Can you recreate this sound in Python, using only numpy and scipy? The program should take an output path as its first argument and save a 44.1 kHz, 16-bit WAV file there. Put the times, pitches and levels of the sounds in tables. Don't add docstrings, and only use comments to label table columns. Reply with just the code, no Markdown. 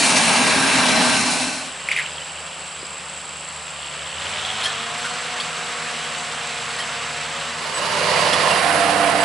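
import sys
import numpy as np
from scipy import signal
from scipy.io import wavfile
from scipy.ndimage import uniform_filter1d

SR = 44100
rng = np.random.default_rng(int(sys.argv[2]) if len(sys.argv) > 2 else 0)


def inscribe(sig):
    pcm = np.round(np.clip(np.atleast_2d(sig).T, -1, 1) * 32767)
    wavfile.write(sys.argv[1], SR, pcm.astype(np.int16))


def gain_from_db(level_db):
    decades = np.asarray(level_db, float) / 20
    return 10 ** decades


N = 407484


def evened(x):
    return x / np.sqrt(np.mean(x ** 2) + 1e-20)


def between(ends, share):
    return ends[0] + (ends[1] - ends[0]) * share


def read(points, hz):
    f, value = np.transpose(points)
    return np.interp(np.log(hz + 1), np.log(f + 1), value)


def unroll(rows, t):
    s, *columns = np.transpose(rows)
    return [np.interp(t, s, column) for column in columns]


def add(mix, s, sound):
    part = mix[..., round(s * SR):][..., :sound.shape[-1]]
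    part += sound[..., :part.shape[-1]]


def drift(size, span):
    wander = uniform_filter1d(rng.standard_normal(size), int(span), mode="wrap")
    return evened(uniform_filter1d(wander, int(span), mode="wrap"))


def stereo_noise(size, spread):
    noise = rng.standard_normal((3, size))
    return noise[0] + spread * noise[1:]


def resonate(x, hz, width):
    turn = np.exp(2j * np.pi * np.cumsum(hz * np.ones(x.shape[-1])) / SR)
    r = np.exp(-np.pi * width / SR)
    return 2 * (turn * signal.lfilter([1 - r], [1, -r], x / turn + 1e-18)).real


def ring_twice(x, hz, width, hz_2, width_2):
    return evened(resonate(resonate(x, hz, width), hz_2, width_2))


def tones(hz, multiples, levels, share, effort_db=0, waver=0.0023, flutter_db=0.5):
    turns = np.cumsum(hz * (1 + waver * drift(len(hz), 1800))) / SR
    total = np.zeros(len(hz))
    for k, db in zip(multiples, levels):
        level_db = between(db, share) + effort_db + flutter_db * drift(len(hz), 1150)
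        total += np.sqrt(2) * gain_from_db(level_db) * np.sin(2 * np.pi * (k * turns + rng.random()))
    return total


def strokes(t, rate_hz, sharp, group=1, accent=0.):
    turns = np.cumsum(rate_hz * (1 + 0.0326 * drift(len(t), 6060))) / SR
    puffs = np.exp(sharp * np.cos(2 * np.pi * turns))
    return turns, puffs * (1 + accent * np.cos(2 * np.pi * turns / group))


def wide(x, width, lean_db=0):
    return gain_from_db(np.outer([.5, -.5], lean_db)) * (x + np.outer([width, -width], np.roll(x, 310)))


# f/Hz, likeness 0-1
SAME = [
    [(60, 0.89), (220, 0.8), (830, 0.83), (3110, 0.86), (11600, 0.92)],
    [(60, 1), (220, 0.99), (830, 0.91), (3110, 0.92), (11600, 0.91)],
    [(60, 0.98), (220, 0.76), (830, 0.64), (3110, 0.77), (11600, 0.47)],
]
# f/Hz, level/dB
LEAN = [
    [(60, -1.0), (220, -0.035), (830, 1.0), (3110, -0.4), (11600, 0.53)],
    [(60, 0.0), (220, -0.22), (830, 1), (3110, -1.9), (11600, 1.0)],
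    [(60, 13), (220, -7), (830, -9.5), (3110, -10.5), (11600, -1)],
]
# f/Hz, phase/radians
LEAD = [(60, 0.081), (260, -0.31), (1500, 0.0071), (3500, -0.079), (6000, 0.21)]


def roar(level_db, treble_db, blend, colour_a, colour_b, view, panels=(), panel_db=5,
         patchy_db=1.5, flicker_db=1.2):
    size = len(level_db)
    frames, hz = size // 256 + 5, np.fft.rfftfreq(1024, 1 / SR)
    at = np.minimum(np.arange(frames) * 256, size - 1)
    level_db, treble_db, blend = level_db[at], treble_db[at], np.clip(blend[at], 0, 1)
    colour = gain_from_db(read(colour_a, hz)[:, None] * (1 - blend) + read(colour_b, hz)[:, None] * blend)
    for f, width, db in panels:
        peak_db = np.clip(panel_db + db / 4, 0, 12)
        colour *= gain_from_db(peak_db / (1 + (2 * (hz - f) / max(width, 50)) ** 2))[:, None]

    body = np.linalg.norm(colour[(hz > 350) & (hz < 4500)], axis=0)
    treble = np.linalg.norm(colour[(hz > 4500) & (hz < 7000)], axis=0)
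    upper = np.clip((hz - 3500) / 2000, 0, 1)[:, None]
    colour *= gain_from_db(level_db) / body * (gain_from_db(treble_db) * body / treble) ** upper

    a, b, c, d, patches = rng.standard_normal((frames, 513, 5)).T
    patches = evened(uniform_filter1d(uniform_filter1d(patches, 10, 0), 12, 1))
    flicker = drift(frames, 2) * np.clip(hz / 4000, 0, 1)[:, None]

    same = np.clip(read(SAME[view], hz), -1, 1)[:, None]
    left = a + 1j * b
    right = same * left + np.sqrt(1 - same ** 2) * (c + 1j * d)
    z = np.array([left, right])
    z *= gain_from_db(np.outer([.5, -.5], read(LEAN[view], hz)))[:, :, None]
    z[0] *= np.exp(1j * read(LEAD, hz))[:, None]
    z *= colour * gain_from_db(patchy_db * patches + flicker_db * flicker)
    return 0.92 * signal.istft(z, nperseg=1024, noverlap=768)[1][:, :size]


# f/Hz, level/dB per
# Hz
HARVESTER_FROM = [(18, -69), (30, -39), (117, -12), (153, 12), (251, -15), (338, -65), (392, 8), (501, 1),
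                  (611, -1.5), (1250, -0.5), (2320, -6.5), (3440, -10.5), (3900, -12), (7590, -16.5),
                  (11000, -9.5), (14300, -49.5), (22000, -120)]
HARVESTER_TO = [(18, -67), (30, -35), (65, -33.5), (245, -4.5), (364, -26), (802, -7), (1250, -14),
                (1560, -14.5), (1900, -11.5), (2690, -8.5), (3280, -15.5), (3990, -10), (6390, -14),
                (9030, -12.5), (11000, -21.5), (14300, -56.5), (22000, -120)]
# t/s, spray 0-1
SPRAY = [
    (0, 0.63),
    (.25, 0.4),
    (.45, 0.22),
    (1.0, 0.08),
    (1.15, 0.33),
    (1.33, 0.64),
    (1.7, 0.5),
]
# t/s, f/Hz, level/dB
DRUM = [
    (0, 272, -25),
    (.15, 259, -28.5),
    (.24, 237, -26),
    (.4, 248, -25.5),
    (.58, 272, -25.5),
    (.8, 256, -25),
    (1.07, 241, -22.5),
    (1.5, 256, -25),
]
# first f/Hz, f/Hz a second on, width/Hz, first level/dB, level/dB a second on
WHISTLES = [(628, 630, 8.1, -33, -31.5), (810, 890, 24, -50, -46), (1380, 1900, 9.4, -39, -43),
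            (1642, 1560, 50, -30.5, -27), (2350, 2350, 28, -26.5, -31), (2656, 2660, 40, -36.5, -29),
            (3950, 4050, 190, -37, -27.5), (5350, 5430, 350, -40, -29)]


def harvester(t):
    spray = unroll(SPRAY, t)[0]
    boom_hz, boom_db = unroll(DRUM, t)
    noise = stereo_noise(len(t), 0.59)
    boom = ring_twice(noise, boom_hz, 16, boom_hz, 30)
    boom += 1.17 * ring_twice(noise, boom_hz * 1.05, 94, boom_hz * 1.01, 73)
    treble_db, colour = between((-11, -1.5), spray), between((0.52, 1), spray)
    sound = roar(-16 + 0 * t, treble_db, colour, HARVESTER_FROM, HARVESTER_TO, view=0,
                 patchy_db=1.3, flicker_db=1.0)
    for start_hz, end_hz, width, start_db, end_db in WHISTLES:
        hz = between((start_hz, end_hz), t) * (1 + .008 * drift(len(t), 3000))
        db = between((start_db, end_db), np.minimum(t, 1)) - 1.5
        sound = sound + gain_from_db(db) * ring_twice(noise, hz, width, hz, 4 * width)
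    blower_hz, blower_db = 399, -41.5
    blower = tones(blower_hz + 0 * t, [1], [(blower_db, blower_db)], 0, waver=0.0091)
    return sound + gain_from_db(boom_db - 1.5) * evened(boom) + wide(blower, 0.29)


PASS_S = 7.7, 9.24
NEAR_PAN_DB = -2, -6


def passing(t):
    return np.clip((t - PASS_S[0]) / (PASS_S[1] - PASS_S[0]), 0, 1)


def knock_lean(s):
    return between(NEAR_PAN_DB, passing(s)) * (s > PASS_S[0])


# f/Hz, level/dB per Hz
NEAR_TRACTOR = [(18, -73), (30, -43), (58, -44), (85, -32), (146, -15), (270, -25), (611, -6.5), (726, -20),
                (1030, -5.5), (1280, -12), (2900, -16), (3710, -16), (4630, -4.5), (7780, -9.5),
                (10100, -16.5), (11000, -14), (14300, -54.5), (22000, -120)]
NEAR_WAGON = [(18, -84), (30, -57.5), (91, -29), (129, -31), (196, -21), (264, -17), (291, -6), (373, -33),
              (477, -11.5), (582, -21), (675, -5), (930, -15), (1860, -15), (6700, -39.5), (8800, -29),
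              (10100, -29.5), (11000, -25.5), (14300, -56.5), (22000, -120)]
# f/Hz, width/Hz, level/dB
NEAR_PANELS = [(710, 48, 4), (2430, 29, -29), (2750, 25, 2), (3990, 230, -11), (4800, 200, -9),
               (11300, 580, -2)]
NEAR_ORDERS = 1, 1.5, 5 / 3, 2, 3, 4, 5, 6, 7, 8, 9, 10
# level/dB with exhaust facing away, level/dB facing the listener
NEAR_ENGINE = [(-45.5, -45), (-42.5, -46), (-42, -43), (-44, -39), (-61, -35.5), (-39, -52), (-35.5, -37.5),
               (-34.5, -39.5), (-46, -26), (-45, -35), (-33, -47), (-42, -53)]
# t/s, level/dB
LURCH = [
    (7.7, -4),
    (8.05, 0),
    (8.2, 4),
    (8.32, -1),
    (8.5, 5),
    (8.65, 4),
    (8.85, -1),
    (9.1, 5),
    (9.24, -2),
]


def near_tractor(t):
    gone = passing(t)
    turned = np.interp(t, (8.28, 8.74), [0, 1])
    pan_db = between(NEAR_PAN_DB, gone)
    rush = roar(between((-16, -18), gone), between((-10.5, -15), gone), between((0.28, 0.63), turned),
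                NEAR_TRACTOR, NEAR_WAGON, view=2, panels=NEAR_PANELS, panel_db=4.5,
                patchy_db=0.5, flicker_db=0.87)
    rush *= gain_from_db(np.outer([.5, -.5], pan_db + 6.0))
    firing_hz = between((100.15, 98.3), gone)
    engine = tones(firing_hz, NEAR_ORDERS, NEAR_ENGINE, turned, waver=0.002, flutter_db=1.5)

    box_hz, box_db = between((576, 690), turned), between((-35.5, -31), turned)
    box = gain_from_db(box_db) * ring_twice(rng.standard_normal(len(t)), box_hz, 188, box_hz, 210)
    bonnet_hz, bonnet_db = between((1016, 1045), turned), between((-33.5, -37), turned)
    bonnet = gain_from_db(bonnet_db) * ring_twice(rng.standard_normal(len(t)), bonnet_hz, 130, bonnet_hz, 160)
    fan = gain_from_db(-31.5) * ring_twice(rng.standard_normal(len(t)), 2910, 250, 2910, 250)
    fan *= gain_from_db(-8 * (t - 8))
    shaken = (box + bonnet) * gain_from_db(unroll(LURCH, t)[0])
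    return rush + wide(shaken + fan, 0.17, pan_db) + wide(engine, 0.0333, 0.5 * pan_db)


# t/s, peak level/dB, ring f/Hz
CHAIN = [(1.888, -8.5, 2200), (1.9095, -18, 2700), (1.9147, -9, 2190), (1.9167, -7.5, 2350),
         (1.9636, -9, 2250), (1.9658, -13.5, 2500), (1.971, -19, 2620), (1.9759, -13.5, 2060),
         (1.9790, -19, 2300), (1.9878, -11.5, 1980), (1.996, -12, 2000), (2.002, -14, 2260),
         (2.0185, -19, 2200), (2.058, -22, 2900), (2.062, -19, 2800)]


def chain():
    out, t = np.zeros(N), np.arange(4000) / SR
    link_s = 0.0036
    for s, db, hz in CHAIN:
        swell = np.sin(np.pi * np.minimum(t / link_s, 1) ** 0.87) ** 2
        ping = swell * np.sin(2 * np.pi * hz * t)
        rattle = ring_twice(rng.standard_normal(len(t)), hz * 1.18, 1000, hz * 0.86, 900)
        rattle *= gain_from_db(-15.5 - 60 * t / 0.21) * np.clip(t / link_s - .5, 0, 1)
        splash = np.diff(rng.standard_normal(len(t)), prepend=0) * gain_from_db(-18 - 60 * t / 0.035)
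        add(out, s - .001, gain_from_db(db) * (ping + splash + rattle))
    return wide(out, 0.18)


# t/s, peak level/dB, strongest ring f/Hz, treble level/dB
JOLTS = [(3.4088, -29, 1119, -0.5), (4.6305, -21, 3710, 4), (4.6405, -14.5, 4200, 4), (4.658, -16, 3280, 6),
         (4.689, -22, 1720, -1), (4.9887, -29, 1464, 9), (5.046, -13.5, 1510, -14), (5.053, -15, 1530, -2),
         (5.4015, -20.5, 3304, 5), (6.790, -23.5, 5200, 8), (6.806, -22.5, 3153, 5),
         (8.3316, -7, 3343, 1.5)]
# f/Hz, level/dB
SIDE_SHEETS = [(1900, 3.5), (3150, -1), (4200, 2), (5200, 0)]


def jolts():
    out, t = np.zeros((2, N)), np.arange(6000) / SR
    rise_s, hold_s, fall_s, width_hz = 0.003, 0.0098, 0.046, 200
    hull = np.minimum(t / rise_s, 1) * gain_from_db(-30 * np.maximum(t - hold_s, 0) / fall_s)
    for s, db, hz, treble_db in JOLTS:
        grit = rng.standard_normal(len(t))
        ring = ring_twice(grit, hz, width_hz, hz, width_hz)
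        sheets = evened(sum(gain_from_db(g) * resonate(grit, f, 450) for f, g in SIDE_SHEETS))
        bright = gain_from_db(-1.5) * np.diff(grit, prepend=0)
        crash = gain_from_db(db - 16.0) * (ring + gain_from_db(treble_db) * (sheets + bright)) * hull
        add(out, s - .004, wide(crash, 0.165, knock_lean(s)))
    return out


# t/s, peak level/dB, f/Hz, time to fall 60 dB/s
CLINKS = [(4.6465, -19, 3150, .03), (4.6555, -14.5, 3250, 0.054), (4.664, -23, 1750, 0.15),
          (5.3998, -20, 3300, .04), (5.4024, -25, 4550, 0.081), (5.409, -27, 3600, .09),
          (6.79, -22, 1900, .1), (6.792, -31, 5250, .08), (1.92, -25, 4700, .03), (1.969, -25, 4700, .03),
          (5.047, -25, 1492, .1), (8.76, -28, 10300, .04), (7.77, -36, 10400, .05),
          (6.8025, -23.5, 3184, 0.089), (8.158, -18.5, 2036, .15), (9.2076, -28, 2930, 0.086),
          (9.2076, -27, 4830, .12)]


def clinks():
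    out, t = np.zeros((2, N)), np.arange(6000) / SR
    for s, db, hz, t60 in CLINKS:
        clink = gain_from_db(db - 60 * t / t60) * np.minimum(t / 0.0012, 1) * np.sin(2 * np.pi * hz * t)
        add(out, s, wide(clink, .1, knock_lean(s)))
    return out


# t/s, peak level/dB, ring f/Hz
PINS = [(2.1166, -36, 4880), (2.1544, -36, 4930), (2.177, -32, 3232), (2.215, -29, 3030),
        (2.3474, -35.5, 2935), (2.7994, -37.5, 4860), (2.814, -36, 4950), (2.8484, -33, 4980),
        (8.1694, -24, 2450), (8.506, -20, 2750), (8.522, -21, 2760), (8.547, -24, 3100), (8.577, -23, 2750)]


def pins():
    out, t = np.zeros((2, N)), np.arange(6000) / SR
    for s, db, hz in PINS:
        swing = np.sin(np.pi * np.minimum(t * hz / 56, 1)) ** 2
        tinkle = gain_from_db(db + 1.5) * swing * np.sin(2 * np.pi * hz * t)
        add(out, s - .002, wide(tinkle, 0.106, knock_lean(s)))
    return out


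# t/s, peak level/dB, f/Hz
THUDS = [
    (2.831, -25, 433),
    (4.25, -35, 356),
]


def thuds():
    out, t = np.zeros((2, N)), np.arange(6000) / SR
    for s, db, hz in THUDS:
        turns = (t - .02) * hz
        pulse = -gain_from_db(db) * np.exp(-(turns / 0.64) ** 2) * np.cos(2 * np.pi * turns)
        add(out, s - .02, wide(pulse, .05))
    return out


# start t/s, length/s, f/Hz, level/dB
SQUEAKS = [
    (7.737, .068, 7975, -28.5),
    (8.508, .018, 7960, -33),
    (9.202, .026, 7980, -29.5),
]


def squeaks():
    out = np.zeros(N)
    for s, length, hz, db in SQUEAKS:
        t = np.arange(0, length, 1 / SR)
        whistle = np.sqrt(2) * gain_from_db(db - 60 * t) * np.sin(2 * np.pi * hz * t)
        add(out, s, whistle * signal.windows.tukey(len(t), .4))
    return wide(out, 0.23, -1)


# f/Hz, level/dB per Hz
FAR_IDLE = [(30, -6), (110, -25), (170, -6.5), (290, -15.5), (430, -9.5), (530, -2.5), (1200, -5),
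            (1900, -9), (2800, -6.5), (3600, -12), (5000, -3), (6300, -8.5), (9000, -7.5), (11000, -15)]
FAR_LOADED = [(30, -38), (146, -14.5), (240, -16), (330, -20), (480, -10), (800, -8), (1150, -1),
              (1500, -3), (2760, -4.5), (4500, -9.5), (6500, -12.5), (8500, -17.5), (11000, -23)]
# t/s, firing f/Hz, effort level/dB
FIRST = [(1.7, 73.2, -3), (2.03, 74.1, 1.5), (2.44, 77.6, 0), (2.63, 75.7, -4), (2.82, 71.8, -2.5),
         (3.6, 76.1, 0), (4.01, 72, 3), (4.96, 75.5, -0.5), (5.62, 80.7, -3), (6.62, 67.54, 1.5),
         (7.5, 77, 5), (8.2, 86.8, 5)]
# t/s, firing f/Hz, throttle 0-1
SECOND = [(1.7, 80.5, 0.22), (2.0, 77.5, 0.43), (2.4, 80.9, 0.14), (3.6, 79.8, 0.08), (3.95, 76.9, 0.35),
          (4.13, 79.5, 0.34), (4.25, 85.8, 0.95), (4.5, 95, 0.95), (4.65, 100, 1.1), (4.95, 106.4, 0.93),
          (5.1, 108.9, 1), (6.5, 106.4, 0.99), (7.4, 106.1, 0.99), (8.2, 103.5, 0.88)]
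# level/dB with the second engine's throttle closed, level/dB with it open
FIRST_DB = [(-54, -57.5), (-53.5, -52), (-71, -59.5)]
# level/dB at low speed, level/dB at full speed
SECOND_DB = [(-61.5, -59), (-78, -50.5)]
GEAR_DB = [(-59, -51), (-70, -45.5), (-57.5, -42)]


def far_tractors(t):
    first_hz, effort_db = unroll(FIRST, t)
    hz, throttle = unroll(SECOND, t)
    low_hz, full_hz = 77, 107.8
    speed = (hz - low_hz) / (full_hz - low_hz)
    surge_db = 0.31 * uniform_filter1d(np.gradient(hz) * SR, size=8000)
    engines = tones(first_hz, (1, 2, 3), FIRST_DB, throttle, effort_db)
    engines += tones(hz, [1], SECOND_DB[:1], speed, surge_db)
    engines += tones(hz, [1.5], SECOND_DB[1:], speed)
    gear_hz = 2.227 * hz
    engines += tones(gear_hz, (1, 2, 3), GEAR_DB, speed, 0.27 * surge_db, waver=0.0016, flutter_db=2.0)

    # a rising whine from 6.9 s, 0.8 s long
    stroke = np.clip((t - 6.9) / .8, 0, 1)
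    pump = tones(between((531, 575), stroke), [1], [(-43, -43)], 0)
    engines += np.sin(np.pi * stroke ** 1.5) * pump
    rush = roar(between((-33.5, -25.5), throttle), between((-12, -11.5), throttle),
                between((0.26, 0.78), throttle), FAR_IDLE, FAR_LOADED, view=1,
                patchy_db=0.67, flicker_db=0.76)
    return rush + wide(engines, 0.04) + wide(intake(t), 0.2) + insects(t)


# t/s, boost 0-1
BOOST = [
    (1.8, 0.16),
    (2.3, 0.17),
    (3, 0),
    (3.6, 0),
    (3.85, 0.47),
    (4.1, .5),
    (4.4, 0.95),
    (4.7, 1),
    (4.95, 0.5),
    (5.3, 0),
]


def intake(t):
    boost = unroll(BOOST, t)[0]
    first_hz = unroll(FIRST, t)[0]
    second_hz, throttle = unroll(SECOND, t)
    pipe_hz, pipe_db = between((2706, 3198), boost), between((-45.5, -30.5), boost)
    first_puffs = strokes(t, first_hz, 2.2)[1]
    second_puffs = strokes(t, second_hz, 1.8)[1]
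    puffs = between((first_puffs, second_puffs), .7 * throttle) * gain_from_db(.9 * drift(len(t), 400))
    hiss = puffs * rng.standard_normal(len(t))
    ring = ring_twice(hiss, pipe_hz, 750, pipe_hz * 1.03, 950)
    belt_hz, belt_db = between((628, 761), boost), between((-68, -41), boost)
    belt = gain_from_db(belt_db) * evened(resonate(rng.standard_normal(len(t)), belt_hz, 16))
    fade = np.clip((BOOST[-1][0] + 0.31 - t) / 0.36, 0, 1)
    return belt + gain_from_db(pipe_db) * ring * fade


def insects(t):
    tired_s = np.maximum(t - 6.95, 0)
    rasp_db, chirp_db = -38 - 2.14 * tired_s, -53.5 - 58 * tired_s
    puffs = 3.2 + strokes(t, 80.5, 1.3, group=3, accent=.5)[1]
    noise = stereo_noise(len(t), 0.64) * puffs
    low = signal.sosfilt(signal.butter(2, (7450, 7950), "band", fs=SR, output="sos"), noise)
    high = signal.sosfilt(signal.butter(2, (8100, 8450), "band", fs=SR, output="sos"), noise)
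    turns, puffs = strokes(t, 62, 1.4)
    pitch_hz = 9110 + 600 * ((turns + .5) % 1 - .5)
    chirp = evened(puffs * np.sin(2 * np.pi * np.cumsum(pitch_hz) / SR))
    return gain_from_db(rasp_db) * evened(low + 0.47 * high) + wide(gain_from_db(chirp_db) * chirp, 0.58)


# from t/s, to t/s
CROSSFADES = [
    (1.02, 1.76),
    (7.5, 8.174),
]


def scene():
    mix = chain() + jolts() + clinks() + pins() + thuds() + squeaks()
    (a, b), (c, d) = CROSSFADES
    views = (harvester, (-1, 0, a, b)), (far_tractors, (a, b, c, d)), (near_tractor, (c, d, 10, 11))
    for view, fade in views:
        t = np.arange(round(max(fade[0], 0) * SR), min(round(fade[3] * SR), N)) / SR
        add(mix, t[0], view(t) * np.interp(t, fade, [0, 1, 1, 0]))
    return mix


def band_limit(x):
    return signal.sosfilt(signal.butter(12, 12190, fs=SR, output="sos"), x)


def record(dry):
    taps = signal.firwin(1535, 10985, window=("kaiser", 8), fs=SR)
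    thin = signal.sosfilt(signal.butter(2, 48, "high", fs=SR, output="sos"), dry)
    mix = signal.oaconvolve(thin, taps[None], "same")
    return band_limit(mix)


dry = scene()
out = record(dry)
inscribe(out)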